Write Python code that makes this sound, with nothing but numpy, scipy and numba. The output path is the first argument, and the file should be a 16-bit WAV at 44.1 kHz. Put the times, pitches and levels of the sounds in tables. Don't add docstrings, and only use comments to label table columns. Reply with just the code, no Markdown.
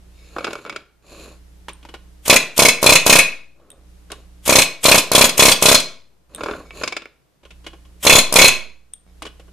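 import sys
import numpy as np
from scipy import signal
from scipy.fft import rfft, irfft
from scipy.io import wavfile
from scipy.ndimage import uniform_filter1d, map_coordinates
from numba import njit

SR = 44100
rng = np.random.default_rng(int(sys.argv[2]) if len(sys.argv) > 2 else 0)


def makeup_ratio(level_db):
    decades = np.asarray(level_db, float) / 20
    return 10 ** decades


def transcribe(signal):
    frames = np.atleast_2d(signal).T
    limited = np.clip(frames, -1, 1)
    pcm = np.round(limited * 32767).astype(np.int16)
    wavfile.write(sys.argv[1], SR, pcm)


N = 419832
HOLD = 1300

# (first stroke [s], period [s], strokes [count])
BURSTS = [(2.2972, .0307, 2), (2.5913, .0296, 3), (2.8622, .0298, 3), (3.0958, .0296, 3),
          (4.4938, .0304, 4), (4.8539, .0301, 4), (5.15, .0302, 4), (5.3941, .0296, 4), (5.6558, .0295, 3),
          (8.0664, .0291, 4), (8.3578, .0286, 4)]
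# (ring 2-3 kHz [dB], 3-5.5 kHz [dB], above 5.5 kHz [dB])
BITE = [(-5.0, -1.5, -6.5), (-6.0, -12.0, -13.0), (-10.5, -8.0, -9.0), (-13.5, -9.5, -12.5),
        (-4.5, -6.0, -6.5), (-1.0, -3.5, -6.5), (-6.0, -5.5, -5.5), (-6.0, -10.5, -11.0),
        (-1.5, -5.0, -5.5), (0.0, -5.5, -4.0), (-8.5, -8.5, -8.0), (-15.0, -13.0, -11.5),
        (-9.0, -15.0, -15.0), (-7.0, -1.0, -6.5), (-2.0, -5.0, -8.0), (-12.0, -6.0, -9.5),
        (-9.5, -9.5, -11.5), (0.0, -3.0, -7.5), (-9.5, -12.0, -11.5), (-7.5, -2.5, -8.0),
        (-12.5, -9.5, -10.5), (-0.5, -3.5, -6.5), (-13.0, -8.0, -9.0), (-6.5, -3.5, -5.5),
        (-6.5, -7.5, -7.0), (-7.5, -4.5, -6.0), (-8.5, -6.5, -11.5), (-7.5, -3.0, -5.5),
        (-10.5, -2.5, -7.0), (-12.0, -10.5, -9.5), (-5.0, -6.5, -9.5), (4.0, -2.5, -2.5),
        (-4.0, -6.0, -10.0), (-2.0, -4.0, -6.5), (-1.5, -5.5, -4.5), (-1.0, -4.0, -6.0), (3.5, -0.5, -5.0),
        (3.5, -2.5, -7.5)]
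# (time [s], pop [dB], ring [dB], crack [dB])
STARTS = [(2.28, -16.5, -30.5, -14), (2.578, -18, -26, -10), (2.8286, -8, -23.5, -14),
          (2.8426, -9.5, -26.5, -23), (3.0642, -5, -13, -10.5), (3.0773, -18, -29.5, -21),
          (4.478, -13.5, -25, -14), (4.841, -24, -21.5, -14), (5.1166, -8, -20.5, -14.5),
          (5.1336, -13.5, -25, -21), (5.3785, -21.5, -30.5, -12.5), (5.6243, -5.5, -16.5, -6.5),
          (8.051, -12.5, -27.5, -15), (8.325, -14, -27, -14), (8.3396, -13, -31.5, -12.5)]
# (time [s], pop [dB], ring in the three ranges [dB] x 3)
LASTS = [(2.3582, -9.5, -36.0, -36.0, -29.5), (2.3602, -29.0, -3.0, -8.5, -8.0),
         (2.684, -10.5, -2.0, -6.5, -5.5), (2.9543, -8.0, 2.5, -6.0, -5.5), (3.1873, -8.0, 3.0, -7.5, -6.0),
         (4.6173, -19.0, -12.5, -12.5, -10.5), (4.9791, -9.5, -9.5, -6.5, -8.5),
         (5.2915, -18.0, -17.0, -15.5, -18.0), (5.5155, -11.0, -9.5, -3.5, -8.5),
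         (5.7451, -6.0, -10.0, 0.0, -4.0), (5.7995, -25.0, -27.5, -21.0, -21.5),
         (8.1837, -6.5, -9.5, -8.0, -6.0), (8.4795, -19.5, -2.5, -12.0, -5.5)]
POP_DB, POP_SCATTER_DB = -2, .9


def strokes():
    s = [first + k * period for first, period, count in BURSTS for k in range(count)]
    pop_db = POP_DB + POP_SCATTER_DB * rng.standard_normal(len(s))
    full = np.column_stack([s, pop_db, BITE])
    starts = np.array(STARTS)[:, [0, 1, 2, 2, 2]]
    return np.vstack([full, starts, LASTS]).T


# (frequency [Hz], level [dB], t60 [s])
BARREL_MODES = [(148, -31.5, 0.071), (322, -24.5, 0.019), (550, -2.5, 0.012), (634.5, -9.5, 0.039),
                (985, -3.5, 0.016)]


def exhaust(s, pop_db):
    late, uneven = rng.standard_normal((len(s), 2)).T
    kicks = spikes(s, pop_db)
    kicks = kicks + spikes(s + .0135 + .0007 * late, pop_db - 12 + 2.5 * uneven)
    pop = -makeup_ratio(4) * band(ring(kicks, BARREL_MODES), 90, 6000)
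    puff = swell(spikes(s + .0067, pop_db), .0032, .0063) * band(stereo(.83), 150, 1500)
    vent = swell(spikes(s + .012, 2 * pop_db), .0013, .004)
    crack = swell(spikes(s, pop_db / 2 - 8), .0006, .0025)
    jet = (vent + crack) * band(stereo(.17), 2100, 14000)
    return pop + makeup_ratio(5.5) * puff + makeup_ratio(2) * jet


# (frequency [Hz], level [dB], t60 [s])
DISC_MODES = [(2238, -5, .55), (2420, -6, .4), (2528, -7, .37), (2620, -11, .25), (3455, -7, .4),
              (3380, -15, .2), (3560, -11, .2), (4122, -6, .4), (4050, -15, .2), (4230, -2, .06),
              (4620, -15, .2), (4920, -10, .25), (5330, -7, .2), (5440, -11, .2), (6390, -9, .3),
              (6575, -7, .4), (6770, -5, .4), (6930, -8, .4), (7900, -3, .08), (8320, -1.5, .14),
              (9170, -3, .089), (10100, -1.5, .094)]
# (frequency [Hz], density [dB per Hz])
CLATTER_SPECTRUM = [(710, -25.5), (1200, 9.5), (2050, -25.5), (2180, -17), (2480, 9.5), (2900, -12),
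                    (3460, -1), (5790, -4), (6700, -6), (12700, -8), (14700, -21)]


def struck_disc(s, ring_db):
    edges_hz = (1900, 3000, 5500, 13000)
    delays_s = (.0035, .0028, .0008)
    metal = iron(s, ring_db, edges_hz, DISC_MODES, CLATTER_SPECTRUM, delays_s, rise_s=.00089, fall_s=.0056,
                 damp=.11, blow_db=11.5, held_db=-18.5, free_db=-41.5, clatter_db=5, seated=True)
    at, *_, crack_db = np.transpose(STARTS)
    return metal + makeup_ratio(11) * swell(spikes(at, crack_db), .0008, .0027) * band(stereo(.25), 4500, 13000)


# (opens [s], shuts [s], level [dB])
TRIGGER = [(2.25, 2.373, -25.5), (2.561, 2.707, -24.5), (2.812, 2.969, -27), (3.054, 3.211, -21.5),
           (4.452, 4.638, -21), (4.829, 5, -19), (5.145, 5.272, -20.5), (5.371, 5.535, -17),
           (5.612, 5.757, -19), (8.025, 8.208, -21), (8.347, 8.484, -18.5)]
LEAK_S, LEAK_DB = .035, -21.5


def valve_air():
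    t = np.arange(N) / SR
    valve = 0
    for on, off, db in TRIGGER:
        held = (t > on) * (t < off)
        leak = np.clip((t - on) / LEAK_S + 1, 0, 1) * (t < on)
        valve = valve + makeup_ratio(db) * (held + makeup_ratio(LEAK_DB) * leak)
    flow = swell(valve, .002, .004) / 176
    jet = [(300, -1.5), (1500, -3), (3300, 4.5), (4500, -5.0), (8000, 3.5), (14000, -3.5)]  # (Hz, dB)
    return flow * colour(stereo(.75), jet)


def hammer():
    s, pop_db, *ring_db = strokes()
    s = s - .00035
    return exhaust(s, pop_db) + struck_disc(s, ring_db) + valve_air()


# (time [s], click [dB], thud [dB], clank [dB])
ROCKS = [(0.363, -26.0, -23.5, -42.0), (0.383, -7.0, -27.0, -28.5), (0.406, -34.0, -29.0, -35.5),
         (0.443, -17.5, -23.5, -18.0), (0.468, -2.5, -26.0, -31.0), (0.476, -15.0, -24.0, -34.0),
         (0.506, -19.0, -32.5, -28.5), (0.53, -10.0, -30.0, -28.5), (0.553, -5.5, -30.0, -32.0),
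         (0.65, -8.5, -40.0, -41.5), (0.661, -31.0, -33.5, -34.5), (0.695, -5.5, -40.0, -24.5),
         (0.724, -17.5, -38.5, -33.0), (0.76, -2.0, -33.5, -24.0), (6.381, -32.5, -34.0, -49.0),
         (6.407, -13.5, -25.0, -31.5), (6.434, -7.0, -26.5, -22.0), (6.459, -24.5, -20.0, -29.5),
         (6.484, -28.0, -21.0, -34.0), (6.496, -32.0, -30.0, -43.0), (6.51, -21.0, -25.5, -30.5),
         (6.534, -26.5, -28.0, -37.0), (6.392, -37.0, -38.0, -53.5), (6.55, -34.0, -39.5, -47.5),
         (0.427, -30.0, -38.5, -44.5), (0.586, -23.5, -39.0, -47.0), (0.673, -34.0, -42.5, -46.5)]
# (time [s], click [dB], thud [dB], clank [dB])
SETTLES = [(6.706, -13.0, -41.5, -46.5), (6.812, -12.5, -26.5, -45.5), (6.834, -12.0, -18.0, -18.0),
           (6.875, -12.5, -26.0, -17.0), (6.922, -43.0, -29.0, -23.5), (6.965, -34.5, -29.5, -20.5),
           (7.019, -22.0, -37.5, -36.0), (7.055, -12.0, -41.5, -42.0)]
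# (time [s], click [dB], thud [dB], clank [dB], own pitch [Hz])
TAPS = [(1.683, -3, -55, -37, 970), (1.691, -13, -42, -41, 2300), (1.828, -28, -51, -50, 3300),
        (1.85, -10, -43, -46, 930), (1.887, -22, -43, -42, 940), (1.939, -12.5, -32.5, -36.5, 601),
        (2.257, -18, -37, -34, 3200), (3.598, -32, -62, -67, 854), (4.101, -19.5, -40, -42, 1530),
        (4.117, -13, -32.5, -34, 3020), (7.431, -42, -53, -54, 1020), (7.451, -25, -47, -48.5, 3080),
        (7.505, -32, -49, -42, 3200), (7.642, -42, -46, -47, 3100), (7.664, -15, -34, -31, 3000),
        (7.731, -31.5, -38, -48, 3100), (7.85, -32, -57.5, -54, 3170), (9.22, -5, -36, -30, 1200),
        (9.251, -28.5, -36, -34, 2990), (9.263, -27, -40, -38, 3130), (9.396, -22, -49, -48, 520),
        (9.48, -31, -53, -62, 500)]
ROCK_HZ, SETTLE_HZ, NOTE_SPREAD = 1320, 2475, .058
BRIGHTEN = 1.51
ROCK_TICK_DB, SETTLE_TICK_DB = 2.5, 6.5
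TAP_TICK_DB = -2.5


def knocks():
    rows = []
    for table, tick_db, hz in (ROCKS, ROCK_TICK_DB, ROCK_HZ), (SETTLES, SETTLE_TICK_DB, SETTLE_HZ):
        for row in table:
            pitch_hz = hz * (1 + NOTE_SPREAD * rng.standard_normal())
            rows.append((*row, BRIGHTEN * row[-1] + tick_db, pitch_hz))
    for s, click, thud, clank, hz in TAPS:
        rows.append((s, click, thud, clank, clank + TAP_TICK_DB, hz))
    return np.transpose(rows)


# (time [s], peak [dB])
SNAPS = [(.384, -36), (.444, -36), (.531, -20), (.696, -34), (.76, -34), (1.684, -32), (1.692, -29),
         (4.1182, -15.5), (6.435, -27), (7.666, -36), (9.227, -30), (9.398, -42.5)]


def clicks(s, peak_db):
    click = band(band(spikes(s, peak_db), 350, 3600), 300, 9000)
    snap = swell(spikes(*np.transpose(SNAPS)), .0003, .0022) * band(stereo(.4), 4500, 9900)
    return click + makeup_ratio(5) * snap


def knock_notes(s, peak_db, pitch_hz):
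    note_db, note_t60_s = -16, .016
    t = np.arange(3000) / SR
    decay = np.exp(-np.log(1000) * t / note_t60_s)
    notes = np.zeros(N + len(t))
    for at, db, hz in zip((s * SR).astype(int), peak_db, pitch_hz):
        notes[at:at + len(t)] += makeup_ratio(db + note_db) * decay * np.sin(2 * np.pi * hz * t)
    rough = 1 + 4 * uniform_filter1d(rng.standard_normal(len(notes)), 40)
    return (notes * rough)[:N]


# (frequency [Hz], level [dB], t60 [s])
HUB_MODES = [(337.7, -9.5, 0.41), (412, -5, 0.07), (480, -8, .05), (564, 4, 0.027), (646, 6.5, 0.008),
             (1096, -1.5, 0.029), (1035, -9, 0.018), (1330, -9, 0.025)]
# (frequency [Hz], level [dB], t60 [s])
RIM_MODES = [(2275, -3, .085), (2490, -2, .05), (2660, -4, .04), (3500, -7, .035), (4950, 2, .035),
             (6900, -8, .035)]
# (frequency [Hz], level [dB], t60 [s])
STUD_MODES = [(1090, 0, .07), (1430, -3, .055), (2272, -4, .06), (2490, -4, .05), (2700, -4, .05),
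              (2930, 0, .06), (3250, -1, .045), (3750, -6, .05), (4780, -9, .035), (5520, -8, .03),
              (6300, -10, .03), (6770, -9, .03), (8300, -12, .03)]
# (frequency [Hz], density [dB per Hz])
KNOCK_SPECTRUM = [(150, -34.5), (300, 7), (550, 6), (1000, 0), (1400, 13.5), (2000, -14), (3100, -3.5),
                  (5000, 1), (9000, -13), (14000, -22)]
# (frequency [Hz], density [dB per Hz])
TAP_SPECTRUM = [(300, -2.5), (1200, 2), (2000, -4), (3100, 5), (6500, -3.5), (14000, -11)]


def knocked_iron(s, ring_db):
    edges_hz = (300, 1700, 4000, 12000)
    disc, taps = np.split(np.array([s, *ring_db]), [-len(TAPS)], axis=1)
    body = iron(taps[0], taps[1:], edges_hz, HUB_MODES[:5] + STUD_MODES, TAP_SPECTRUM, (0, 0, 0), rise_s=.0011,
                fall_s=.01, damp=.34, blow_db=11, held_db=-23, free_db=-42, clatter_db=0)
    body += iron(disc[0], disc[1:], edges_hz, HUB_MODES + RIM_MODES, KNOCK_SPECTRUM, (0, 0, 0), rise_s=.00078,
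                 fall_s=.0056, damp=.61, blow_db=17, held_db=-23.5, free_db=-48, clatter_db=5)
    return body


# (time [s], peak [dB])
PINGS = [(1.7325, -39.5), (3.703, -33), (3.716, -40), (6.348, -23), (6.36, -30), (8.9352, -29),
         (9.2221, -34)]
# (frequency [Hz], level [dB], t60 [s])
CHISEL_MODES = [(3690, -10, 0.04), (3400, -13, 0.025), (3900, -16, .02), (8800, 2, 0.016),
                (8560, -7, 0.016)]


def loose_chisel():
    rattle = swell(spikes(*np.transpose(PINGS)), .000063, .0018) * stereo(.64)
    return makeup_ratio(-16) * ring(rattle, CHISEL_MODES) + makeup_ratio(-14) * band(rattle, 1710, 11900)


def rim_tink():
    modes = [(2280, 0, .12), (1100, -8, .08), (1700, 0, .01)]  # (Hz, dB, t60 s)
    return ring(spikes(6.7075, -36), modes)


# (start [s], length [s], level [dB])
SINGS = [(0.13, 0.2, -59), (6.63, 0.13, -55), (9.06, 0.08, -68)]
# (frequency [Hz], level [dB], t60 [s])
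SONG_MODES = [(2250, 1, .08), (3710, -1, 0.13), (5120, -5, .1), (6550, -9, .1)]
# (start [s], length [s], level [dB])
CHATTERS = [
    (.36, .26, -45),
    (.64, .19, -47),
    (6.39, .2, -43),
    (6.76, .3, -48),
]
# (frequency [Hz], level [dB], t60 [s])
CHATTER_MODES = [(2275, -3, .09), (2480, -2, .04), (2660, -4, .03), (1090, -6, .05), (420, 2, .03)]


def friction():
    return rubbed(SINGS, SONG_MODES) + rubbed(CHATTERS, CHATTER_MODES)


def handling():
    s, peak_db, *ring_db, pitch_hz = knocks()
    s = s + .0012
    knock = makeup_ratio(-6) * clicks(s, peak_db) + knock_notes(s, peak_db, pitch_hz) + knocked_iron(s, ring_db)
    return band(knock, 300, 14000) + loose_chisel() + rim_tink() + friction()


# (start [s], length [s], rumble [dB], ring [dB])
DRAGS = [(0.085, 0.74, -55, -52), (0.302, 0.36, -43.5, -64), (0.593, 0.27, -46, -70),
         (1.023, 0.37, -43, -46), (3.5, 0.4, -55, -74), (4.087, 0.18, -52.5, -60),
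         (6.295, 0.41, -36.5, -48), (6.718, 0.19, -38, -40)]
# (frequency [Hz], density [dB per Hz])
SCRAPE_SPECTRUM = [(1000, -38), (1700, -8), (2030, -15), (2550, 1), (3240, -13), (4260, -2), (4770, -12),
                   (5690, -17), (7100, -4), (7890, -19), (8770, -19), (10600, -13), (14000, -27)]
PUSH_EDGE_DB, PUSH_FLAT = -21.5, 2.43


def drag():
    t = np.arange(N) / SR
    low, high = np.zeros(N), np.zeros(N)
    for start, length, rumble_db, ring_db in DRAGS:
        off = np.abs(2 * (t - start) / length - 1)
        push = makeup_ratio(PUSH_EDGE_DB * np.minimum(off, 1) ** PUSH_FLAT) * (off < 1)
        low += makeup_ratio(rumble_db) * push
        high += makeup_ratio(ring_db) * push
    grain = np.minimum(rng.exponential(size=(2, N // 150 + 1)), 3)
    bumps, grit = np.repeat(grain, 150, axis=1)[:, :N]
    hub = ring(stereo(1) * makeup_ratio(2.8 * bumps), HUB_MODES, damp=.62)
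    rim = colour(stereo(.64), SCRAPE_SPECTRUM) * makeup_ratio(2.2 * grit)
    return low * hub / hub.std() + high * rim / rim.std()


# (centre [Hz], t60 [s], likeness of the ports [0-1])
ROOM = [(338, 0.39, 1), (2500, 0.38, 1), (8300, 0.25, 1)]
WANDER_S = .00009


def walls(x):
    t = np.arange(SR // 2) / SR
    tail = 0
    for hz, t60, like in ROOM:
        noise = band(stereo(like)[:, :len(t)], hz / 2.9, min(hz * 1.9, 16000))
        tail = tail + noise * makeup_ratio(-60 * t / t60)
    tail = tail * np.clip(t / .005, 0, 1)
    tail = tail / np.sqrt(np.sum(tail ** 2, axis=1, keepdims=True))
    wet = signal.fftconvolve(x, tail, axes=1)[:, :N]
    drift = uniform_filter1d(uniform_filter1d(rng.standard_normal(N), 500), 500)
    path = np.arange(N) + WANDER_S * SR * drift / drift.std()
    return np.array([map_coordinates(port, [path], mode="nearest") for port in wet])


# (closes [s], reopens [s], first gain [dB], last gain [dB])
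DUCKS = [
    (0.403, 1.054, -25, -16),
    (2.286, 3.743, -21.5, -15),
    (4.473, 6.271, -19.5, -20),
    (6.42, 6.53, -7, 0),
    (6.83, 7.413, -12.5, -31),
    (8.024, 9.039, -8.5, -15),
]
CLOSE_S, JUMP_S, JUMP_DB, RECOVER_S, OPEN_DB = .046, .036, -6, .16, -.5


def ducking(t):
    rows = [(0, OPEN_DB)]
    for shut, back, first_db, last_db in DUCKS:
        rows = [r for r in rows if r[0] < shut]
        rows += [(shut, rows[-1][1]), (shut + CLOSE_S, first_db), (back, last_db)]
        rows += [(back + JUMP_S, JUMP_DB), (back + RECOVER_S, OPEN_DB)]
    return np.interp(t, *np.transpose(rows))


# (frequency [Hz], level [dB rms])
HUM = [(30, -53), (60, -46), (120, -64.5), (180, -60), (300, -67.5)]
# (frequency [Hz], density [dB per Hz])
HISS_SPECTRUM = [(12, -34), (20, -6.5), (69, -12), (89, -9), (114, -30), (182, -11), (234, -26),
                 (300, -18.5), (983, -30.5), (12100, -38.5), (14700, -53)]
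HISS_DB, PREAMP_DB = -60, -62.5
STEPS_S, STEP_GAP_S, STEP_DB = 9.066, .011, -43


def garage():
    t = np.arange(N) / SR
    hum = sum(makeup_ratio(db) * np.sqrt(2) * np.sin(2 * np.pi * hz * t + k) for k, (hz, db) in enumerate(HUM))
    flutter = 1 + 3 * uniform_filter1d(rng.standard_normal(N), 1500)
    hum = hum * makeup_ratio(np.array([[-.4], [.4]])) * flutter
    hiss = makeup_ratio(HISS_DB + 6) * colour(stereo(.16), HISS_SPECTRUM)
    preamp_spectrum = [(30, 11.5), (70, 6.0), (135, 20.0), (200, 11), (400, 10.5), (2000, -2.5), (14000, -11.0)]
    preamp = makeup_ratio(PREAMP_DB) * colour(stereo(.17), preamp_spectrum)
    gain = makeup_ratio(uniform_filter1d(ducking(t), 800))
    steps = np.arange(7)
    ticks = spikes(STEPS_S + STEP_GAP_S * steps, STEP_DB - 1.5 * steps)
    return gain * (hum + hiss) + preamp + band(np.cumsum(ticks), 150, 3150)


# (frequency [Hz], level [dB])
PORT_TILT = [(100, -1.5), (400, 0), (1500, -0.66), (5000, 0.8), (12000, 1.1)]


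def tilt_ports(x):
    f = np.fft.rfftfreq(N, 1 / SR) + 1
    hz, db = np.transpose(PORT_TILT)
    tilt_db = np.interp(np.log(f), np.log(hz), db) * np.array([[.5], [-.5]])
    return irfft(rfft(x) * makeup_ratio(tilt_db), N)


# (time [s], left dip [full scale], right dip [full scale])
JOLTS = [(2.652, 0.049, .01), (2.895, 0.23, .06), (3.098, 0.14, 0.15), (8.098, -0.04, .12),
         (8.125, 0.45, .01), (8.156, 0.092, 0.29), (8.39, -0.35, .01), (8.445, -0.099, 0.3)]
CLIP, DIP_S, REBOUND_S, REBOUND = .84, .014, .09, .3


def overload(ports):
    clipped = np.clip(ports, -CLIP, CLIP)
    load = clipped ** 2
    bias = swell(load, .12, .006) / (SR * .026) * 1.1
    bias = bias - swell(load, .014, .014) / (SR * .048) * .082
    jolts = np.full(ports.shape, 1e-18)
    jolts[:, (np.array(JOLTS)[:, 0] * SR).astype(int)] = np.transpose(JOLTS)[1:]
    shift = REBOUND * swell(jolts, .03, REBOUND_S) - swell(jolts, .004, DIP_S)
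    return clipped + shift + bias * np.array([[1.3], [.7]])


def iron(s, group_db, edges_hz, modes, clatter, delays_s, rise_s, fall_s, damp, blow_db, held_db, free_db,
         clatter_db, seated=False):
    scatter_db = 3
    out = 0
    for db, lo, hi, delay_s, like in zip(group_db, edges_hz, edges_hz[1:], delays_s, (.9, .6, .2)):
        blow = spikes(s + delay_s, db)
        contact = swell(blow, rise_s, fall_s)
        force = contact * stereo(like) + makeup_ratio(blow_db) * blow
        group = [m for m in modes if lo <= m[0] < hi]
        out = out + makeup_ratio(held_db) * ring(force, group, damp, scatter_db, seated * 1)
        out = out + makeup_ratio(free_db) * ring(force, group, seat=seated * 2)
        out = out + makeup_ratio(clatter_db) * contact * band(colour(stereo(like), clatter), 1.09 * lo, .88 * hi)
    return out


def rubbed(spells, modes):
    t = np.arange(N) / SR
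    song = ring(stereo(.72), modes) * (1 + 9 * uniform_filter1d(rng.standard_normal(N), 250))
    level = sum(makeup_ratio(db) * np.sin(np.pi * np.clip((t - s) / length, 0, 1)) for s, length, db in spells)
    return song / song.std() * level


SEAT_HZ = (2250, 2500, 3500, 4150, 4850, 5500, 6700, 8300)
# (from [s], levels at SEAT_HZ under the tool [dB], ringing freely [dB])
SEATS = [
    (0, (0, .1, -3, -3, 2, 4, .1, .1), (-2, -8, -8, -4, -2, 2, -6, -5)),
    (2.8, (0, .1, -3, .1, 2, .1, .1, .1), (.1, -3, -6, 2, .1, .1, .1, .1)),
    (4.3, (0, .1, .1, .1, .1, -3, .1, .1), (.1, -3, -7, -1, -3, .1, -3, .1)),
    (7.9, (-1, -2, 4, 0, 1, -4, 2, -1), (-2, -5, -7, 8, -4, -3, -3, -3)),
]


def seat_db(hz, holds, column):
    stud = np.searchsorted([row[0] for row in SEATS], np.arange(holds) * HOLD / SR, "right") - 1
    return np.array([np.interp(hz, SEAT_HZ, row[column]) for row in SEATS])[stud].T


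def ring(x, modes, damp=.86, scatter_db=0, seat=None):
    longest_s, detune = .32, .002
    hz, db, t60 = np.reshape(modes, (-1, 3)).T
    r = np.exp(-np.log(1000) / (np.minimum(t60, longest_s) * damp * SR))
    db = db[:, None] + scatter_db * rng.standard_normal((len(hz), N // HOLD + 1))
    if seat:
        db = db + seat_db(hz, db.shape[1], seat)
    hz = hz[:, None] * (1 + detune * rng.standard_normal(db.shape))
    return resonate(np.atleast_2d(x) + 0., r, 2 * np.pi * hz / SR, makeup_ratio(db), HOLD)


@njit
def resonate(x, r, w, share, hold):
    out = np.zeros(x.shape)
    for m in range(len(r)):
        a, b, g = 2 * r[m] * np.cos(w[m]), r[m] ** 2, np.sin(w[m]) * share[m]
        for c in range(len(x)):
            y1 = y2 = 0.
            for i in range(x.shape[1]):
                y1, y2 = g[i // hold] * x[c, i] + a[i // hold] * y1 - b * y2 + 1e-18, y1
                out[c, i] += y1
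    return out


def spikes(s, db):
    x = np.full(N, 1e-18)
    np.add.at(x, (np.asarray(s) * SR).astype(int), makeup_ratio(db))
    return x


def swell(x, rise_s, fall_s):
    up, down = np.exp(-1 / (rise_s * SR)), np.exp(-1 / (fall_s * SR))
    return signal.lfilter([1 - up], [1, -up], signal.lfilter([1], [1, -down], x))


def stereo(like):
    mid, side = rng.standard_normal((2, N))
    like = np.clip(like, 0, 1)
    mid, side = mid * np.sqrt((1 + like) / 2), side * np.sqrt((1 - like) / 2)
    return np.array([mid + side, mid - side])


def colour(x, spectrum):
    hz, db = np.transpose(spectrum)
    f = np.fft.rfftfreq(x.shape[-1], 1 / SR) + 1
    y = irfft(rfft(x) * makeup_ratio(np.interp(np.log(f), np.log(hz), db)), x.shape[-1])
    return y / np.sqrt(np.mean(y ** 2))


def band(x, lo_hz, hi_hz):
    return signal.sosfilt(signal.butter(2, [lo_hz, hi_hz], "bandpass", fs=SR, output="sos"), x)


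def scene():
    room_db, near_db = -10.5, -4
    blows, knocked = hammer(), handling()
    echo = makeup_ratio(room_db) * walls(blows + makeup_ratio(near_db) * knocked)
    return blows + knocked + echo + drag() + garage()


def roll_off(x):
    return signal.sosfilt(signal.butter(12, 14870, fs=SR, output="sos"), x)


def record(dry):
    top = signal.ellip(10, .3, 80, 14300, fs=SR, output="sos")
    mix = signal.sosfilt(top, overload(tilt_ports(dry)))
    return roll_off(mix)


dry = scene()
out = record(dry)
transcribe(out)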